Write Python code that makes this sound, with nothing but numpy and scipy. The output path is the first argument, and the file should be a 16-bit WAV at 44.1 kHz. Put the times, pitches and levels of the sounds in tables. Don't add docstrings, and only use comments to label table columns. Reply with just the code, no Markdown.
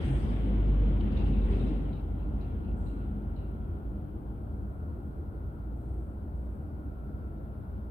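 import sys
import numpy as np
from scipy import signal
from scipy.io import wavfile
from scipy.ndimage import uniform_filter1d

SR = 44100
rng = np.random.default_rng(int(sys.argv[2]) if len(sys.argv) > 2 else 0)


def field_ratio(decibels):
    return 10 ** (np.asarray(decibels, dtype=float) / 20)


def wav_record(signal):
    frames = np.transpose(np.atleast_2d(signal))
    bounded = np.clip(frames, -1, 1)
    quanta = np.round(bounded * 32767).astype(np.int16)
    wavfile.write(sys.argv[1], SR, quanta)


N = 348390

# [t/s, f/Hz, level/dB]
LORRY_FIRING = [(0, 51.4, -33.5), (.25, 51.27, -32.5), (.75, 49.88, -23), (1.1, 49.46, -29),
                (1.5, 49.08, -25.5), (2, 48.9, -35), (2.75, 50.04, -37), (3, 50.87, -35),
                (3.75, 52.17, -42.5), (4.5, 55.27, -43), (5.2, 56.8, -50), (5.7, 57.55, -39.5),
                (5.98, 60.33, -33), (6.2, 60.5, -58), (6.42, 60.2, -37), (6.75, 59.66, -54.5),
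                (7.7, 60.2, -40), (7.9, 58.9, -42)]
# [multiple of the firing rate, level/dB]
LORRY_HARMONICS = [(1, -0.5), (2, -15), (3, -28), (4, -27)]
# [t/s, level over the nearest pass/dB]
NEARNESS = [(0, -5), (.8, -4), (1.2, -2.5), (1.4, -3.5), (1.6, -1), (2.1, -10), (2.8, -9.5), (3.6, -13),
            (4.8, -14.5), (7.9, -16)]
# [t/s, level over the start/dB]
FLANK_FACING = [(0, 2), (.4, -3), (.95, -5), (1.42, -5), (1.53, -2), (2.02, -16.5), (2.8, -19.5),
                (5, -33.5), (7.9, -34)]
# [f/Hz, level per Hz/dB]
BOOM_COLOUR = [(36, -30), (44, -9), (54, -0.5), (64, 0), (80, 1.5), (100, -8), (140, -11), (170, -15),
               (220, -54.5)]
# [f/Hz, level per Hz/dB]
RUMBLE_COLOUR = [(76, -32), (130, -2), (167, -6.5), (190, -1), (212, 1), (238, -5), (285, -3), (339, -8),
                 (398, -11), (450, -17), (520, -22.5), (680, -52)]
# [f/Hz, level per Hz/dB]
ROAR_COLOUR = [(260, -29), (440, -3.5), (680, -9.5), (749, -7.5), (1010, -13), (1500, -23.5), (1700, -32),
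               (2210, -57.5)]
# [f/Hz, level per Hz/dB]
CLATTER_COLOUR = [(820, -21), (1400, -3), (1520, -1), (2140, 0.5), (2600, -3.5), (2840, -1.5), (3250, -1.5),
                  (3700, -9), (4150, -12.5), (4350, -25), (5980, -45)]
# [f/Hz, level per Hz/dB]
JINGLE_COLOUR = [(3900, -29.5), (4300, -4), (4700, 1), (5000, 0), (5500, -5.5), (6500, -10.5), (7300, -27)]
# [t/s, peak level/dB, hold/s]
CHAIN_SWINGS = [
    (.01, -77, .05),
    (.19, -77.5, 0.12),
    (1.11, -82, .02),
    (1.17, -83.5, 0.094),
    (1.5, -83.5, 0.082),
    (1.655, -87.5, .06),
    (1.93, -94, .03),
    (2.405, -90, .03),
]
# [f/Hz, level per Hz/dB]
AIR_COLOUR = [(5000, -34.5), (5800, -12.5), (6860, -8.5), (7500, -10.5), (7900, -3), (8260, 4), (8800, -2),
              (9300, -7.5), (10050, -5.5), (10600, -14.5), (13000, -15.5)]
# [t/s, peak level/dB, hold/s]
AIR_PUFFS = [
    (0, -78, .05),
    (.04, -72.5, 0.17),
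    (.3, -89.5, 0.15),
    (1.235, -86.5, 0.032),
    (1.43, -87.5, .06),
    (1.5, -86.5, 0.16),
    (2.76, -85, 0.16),
    (4.5, -100, 0.61),
    (5.75, -90, 0.29),
    (6.35, -94, 0.22),
]
# [multiple of the crank rate, level/dB]
IDLE_HARMONICS = [(2, -55.5), (3, -63), (4, -50), (5, -49), (6.15, -53)]
# [multiple of the first one's shaft rate, level over the
# whine/dB, left-right/dB, left leads/rad]
MOTOR_TONES = [(1.385, 18.5, 1, 0.22), (2, 8.5, -3, 0.15), (2.785, 10, 2.5, 0.3), (3, 11, -0.5, 0.27),
               (3.87, 5, -0.5, 0.34), (13, -2.5, 1, 0.71), (14, 3, -5, 3.34)]
# [t/s, level/dB]
MOTOR_SWELL = [(0, 4), (1.3, 0.5), (1.8, 4), (2.5, -0.5), (3.6, 6.5), (4.2, -6), (4.6, 1), (6.4, -1.5),
               (7.2, 3), (7.9, -0.5)]
# [f/Hz, level/dB]
WHISTLES = [(8247, -107), (8452, -104), (9749, -107), (10024, -104), (10110, -106)]
# [f/Hz, level per Hz/dB]
CABIN_COLOUR = [(12, -39.5), (26, -38.5), (36, -26.5), (59, 1), (86, 0), (158, -20), (205, -5.5),
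                (268, -28.5), (328, -11.5), (444, -27.5), (616, -21.5), (971, -31.5), (1450, -43.5),
                (1650, -43)]
# [f/Hz, level per Hz/dB]
VENT_COLOUR = [(880, -33.5), (1250, -4), (1400, 2), (1560, -5), (1680, -9.5), (2100, -14), (3200, -19.5),
               (4150, -22.5), (4500, -23.5), (7500, -38), (9750, -62.5)]
# [t/s, peak level/dB, f/Hz, time to fade 60 dB/s]
ROAD_BUMPS = [
    (0.071, -20, 134, 0.41),
    (0.469, -41.5, 502, 0.34),
    (0.829, -36.5, 470, 0.19),
    (1.02, -32.5, 205.4, 0.54),
    (1.25, -30.5, 143.4, .6),
    (1.379, -28, 67.4, 0.89),
    (1.505, -33.5, 394, 0.38),
    (3.1, -33, 209.7, 0.58),
    (3.661, -28, 89.6, 0.49),
    (3.92, -37.5, 199.4, 0.39),
]
# [t/s, peak level/dB, lower ring when struck f/Hz, upper ring level/dB, shaking lasts/s]
PANEL_RATTLES = [(0.996, -55, 3200, -12, 0.024), (1.12, -59, 2830, -10, 0.076),
                 (1.167, -53.5, 2770, 12.5, 0.05), (1.252, -52.5, 2990, -9, 0.023),
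                 (1.291, -59, 2420, -1.5, 0.088), (1.33, -64, 2590, 14, 0.054),
                 (1.4142, -63, 2573, 13, 0.052), (1.5065, -55, 2570, 5, 0.039),
                 (1.5894, -59, 2770, 14, 0.094), (1.66, -64.5, 2700, 17.5, 0.16),
                 (1.841, -70, 3180, -5, 0.058), (1.923, -65, 3220, 16.5, 0.069),
                 (2.1846, -70, 2700, 10, 0.052), (2.405, -68, 2710, 14, 0.053),
                 (2.638, -65.5, 2800, -1, 0.062), (2.859, -72.5, 2997, 20, 0.082),
                 (2.964, -69.5, 2760, 10, 0.074), (3.358, -68, 3140, 15.5, 0.13)]
# [f/Hz, level per Hz/dB]
PREAMP_COLOUR = [(3240, -40), (5500, -11), (7450, -13.5), (7880, -12.5), (8120, -6.5), (8560, -5),
                 (9250, -8.5), (9870, -2), (11100, -1), (12300, 2.5), (15100, 0.5), (16500, -4.5)]
# [f/Hz, likeness 0-1]
PORT_LIKENESS = [(60, 0.99), (99, 0.93), (270, 0.91), (450, 0.52), (740, 0.44), (1220, 0.36), (2000, 0.17),
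                 (3300, 0.093), (9000, 0.14), (15000, .01)]
# [f/Hz, lead/rad]
PORT_LEAD = [(30, 0.25), (400, 0.11), (690, 0.88), (1120, 4.05), (1460, 1.3), (1720, 4.2)]
# [f/Hz, left-right/dB]
PORT_TILT = [(60, -3), (92, 4), (140, 1.5), (210, 2), (330, 1.0), (500, 3.5), (770, 3.5), (1170, 4.5),
             (1790, 4), (2740, 2.5), (4190, -0.5), (6410, 0), (9810, -6), (15000, 4)]


def evened(x):
    return x / np.sqrt(np.mean(x ** 2) + 1e-20)


def read(points, hz):
    f, value = np.transpose(points)
    return np.interp(np.log(hz + 1), np.log(f + 1), value)


def curves(rows):
    s, *columns = np.transpose(rows)
    return [np.interp(np.arange(N) / SR, s, c) for c in columns]


def ports(left, right):
    return np.array([[left], [right]])


def drift(hz):
    t = np.arange(0, N + 200, 200) / SR
    rates = np.geomspace(hz / 20, hz, 20)
    waves = sum(np.sin(2 * np.pi * (f * t + rng.random())) / np.sqrt(f) for f in rates)
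    return np.interp(np.arange(N) / SR, t, evened(waves))


def tone(hz, lead=0):
    turns = np.cumsum(hz) / SR + rng.random()
    return np.sqrt(2) * np.sin(2 * np.pi * turns + lead)


def noise(spectrum, patchy_db, size):
    frames, hz = 4 * N // size + 5, np.fft.rfftfreq(size, 1 / SR)
    a, b, c, d, patches = rng.standard_normal((frames, len(hz), 5)).T
    patches = evened(uniform_filter1d(uniform_filter1d(patches, 9, 0), 6, 1))
    same = np.clip(read(PORT_LIKENESS, hz), -1, 1)[:, None]
    lag = np.exp(-1j * read(PORT_LEAD, hz))[:, None]
    left = a + 1j * b
    right = same * lag * left + np.sqrt(1 - same ** 2) * (c + 1j * d)
    inside = (hz >= spectrum[0][0]) & (hz <= spectrum[-1][0])
    tilt_db = np.multiply.outer([.5, -.5], read(PORT_TILT, hz))[:, :, None]
    gain = field_ratio(read(spectrum, hz)[:, None] + patchy_db * patches + tilt_db) * inside[:, None]
    z = np.array([left, right]) * gain
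    out = signal.istft(z, nperseg=size, noverlap=3 * size // 4)[1][:, :N]
    return out / np.std(out.mean(0))


def bursts(rows, rise_s, fade_db_per_s):
    t = np.arange(0, N / SR, .001)
    gain = np.zeros(len(t))
    for s, db, hold_s in rows:
        fade_db = fade_db_per_s * np.maximum(t - s - hold_s, 0)
        gain += np.clip((t - s) / rise_s, 0, 1) * field_ratio(db - fade_db)
    return np.interp(np.arange(N) / SR, t, gain)


def ring(x, hz, width_hz):
    turn = np.exp(2j * np.pi * np.cumsum(hz) / SR)
    r = np.exp(-np.pi * width_hz / SR)
    smooth = signal.lfilter([(1 - r) ** 2], [1, -2 * r, r * r], x / turn)
    return 2 * (turn * smooth).real * np.sqrt(SR / 2 / width_hz)


def passing_gain(db, near_share, facing_share):
    return field_ratio(db + near_share * curves(NEARNESS)[0] + facing_share * curves(FLANK_FACING)[0])


def lorry_engine():
    hz, db = curves(LORRY_FIRING)
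    out = 0
    for k, harmonic_db in LORRY_HARMONICS:
        swell_db = 0.85 * (k > 1) * drift(1.2)
        out = out + field_ratio(db + harmonic_db + swell_db) * tone(k * hz, ports(.12, 0))
    return out


def shell_boom():
    boom = passing_gain(-31.5, 0.61, 0.094) * noise(BOOM_COLOUR, patchy_db=-1.56, size=8192)
    rumble = passing_gain(-32, 1, 0.017) * noise(RUMBLE_COLOUR, patchy_db=1.37, size=4096)
    return boom + rumble


def tyre_roar():
    return passing_gain(-48.5, 0.3, 0.21) * noise(ROAR_COLOUR, patchy_db=1.5, size=2048)


def flank_clatter():
    flank = passing_gain(-58, 0.01, 0.86) * field_ratio(0.99 * drift(25))
    return flank * noise(CLATTER_COLOUR, patchy_db=1.0, size=512)


def chain_jingle():
    swings = bursts(CHAIN_SWINGS, rise_s=.005, fade_db_per_s=150)
    gain = passing_gain(-82.5, 0.01, 0.8) + swings
    return gain * noise(JINGLE_COLOUR, patchy_db=3.0, size=512)


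def air_hiss():
    puffs = bursts(AIR_PUFFS, rise_s=.012, fade_db_per_s=112)
    gain = passing_gain(-84, 0.39, 0.097) + puffs
    return gain * noise(AIR_COLOUR, patchy_db=0.5, size=512)


def idling_engine():
    crank_hz = 15.27 * (1 + 0.0053 * drift(1.53))
    out = 0
    for k, db in IDLE_HARMONICS:
        out = out + field_ratio(db + 0.12 * k * drift(1.6)) * tone(k * crank_hz, ports(.2, 0))
    return out


def dash_motors():
    whine_db = -73.5
    whine_hz = 1334.3 + 2 * drift(2)
    shaft_hz = whine_hz / 13
    swell_db = curves(MOTOR_SWELL)[0]
    out = 0
    for k, db, left_db, lead in MOTOR_TONES:
        level_db = whine_db + swell_db * (k > 10) + db + 2.1 * drift(7.3)
        out = out + field_ratio(level_db + ports(left_db / 2, -left_db / 2)) * tone(k * shaft_hz, ports(lead, 0))
    return out


def electric_whistles():
    out = 0
    for hz, db in WHISTLES:
        out = out + field_ratio(db + 2.8 * drift(4.8) + ports(-2.5, 2.5)) * tone(hz + 3 * drift(5))
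    return out


def cabin_air():
    wash = field_ratio(-43.5) * noise(CABIN_COLOUR, patchy_db=1.0, size=8192)
    vents = field_ratio(-74) * noise(VENT_COLOUR, patchy_db=1.5, size=1024)
    return wash + vents


def bumps():
    out, t = np.zeros((2, N + SR)), np.arange(SR) / SR
    for s, db, hz, t60 in ROAD_BUMPS:
        swell = (1 - np.exp(-t * hz / 2.0)) * field_ratio(db - 60 * t / t60)
        out[:, round(s * SR):][:, :SR] += swell * np.sin(2 * np.pi * hz * t + ports(.15, 0))
    return out[:, :N]


def rattles():
    out, t = np.zeros((2, N + SR)), np.arange(SR // 2) / SR
    settled_hz, sag_s = 2690, .046
    scrape_band = signal.butter(3, [2300, 4300], "band", fs=SR, output="sos")
    for s, db, low_hz, high_db, lasts_s in PANEL_RATTLES:
        tick_db = 7.4 * np.exp(-t / 0.0087)
        sinking_db = tick_db - 28.0 * t - 170.0 * np.maximum(t - lasts_s, 0)
        shake = rng.standard_normal((2, len(t))) * np.minimum(t / 0.0053, 1)
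        chatter_db = 3 * evened(uniform_filter1d(rng.standard_normal(len(t)), size=250))
        shake = shake * field_ratio(db + sinking_db + chatter_db)
        sag_hz = settled_hz + (low_hz - settled_hz) * np.exp(-t / sag_s)
        build = np.minimum(0.44 + t / .035, 1.3)
        lower = field_ratio(-6.5) * ring(shake * build, sag_hz, width_hz=350)
        high_hz = min(3300 + 260 * s, 3930)
        upper = field_ratio(high_db - 19.5 - 40 * t) * ring(shake, high_hz + 0 * t, width_hz=480)
        scrape = field_ratio(-60 * t) * signal.sosfilt(scrape_band, shake)
        out[:, round(s * SR):][:, :len(t)] += lower + upper + scrape
    glass = signal.butter(6, 4400, fs=SR, output="sos")
    return signal.sosfilt(glass, out[:, :N])


def squeak():
    start_s, lasts_s = 2.77, .15
    t = np.arange(N) / SR - start_s
    done = np.clip(t / lasts_s, 0, 1)
    gate = np.clip(np.minimum(t, lasts_s - t) / .015, 0, 1)
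    hz = 7320 + 110 * (done - 2.5 * done ** 8)
    level_db = -89 - 6 * (0.5 - done) + 2.5 * drift(80)
    return field_ratio(level_db) * gate * tone(hz + 25 * drift(100), ports(1.5, 0))


def scene():
    lorry = lorry_engine() + shell_boom() + tyre_roar() + flank_clatter() + chain_jingle() + air_hiss()
    own_car = idling_engine() + dash_motors() + electric_whistles() + cabin_air()
    return lorry + own_car + bumps() + rattles() + squeak()


def roll_off(x):
    return signal.sosfilt(signal.butter(12, 15670, fs=SR, output="sos"), x)


def record(dry):
    fade_in = np.minimum(np.arange(N) / SR / .004, 1)
    preamp = field_ratio(-82) * noise(PREAMP_COLOUR, patchy_db=-1.0, size=1024)
    mix = fade_in * dry + preamp
    return roll_off(mix)


dry = scene()
out = record(dry)
wav_record(out)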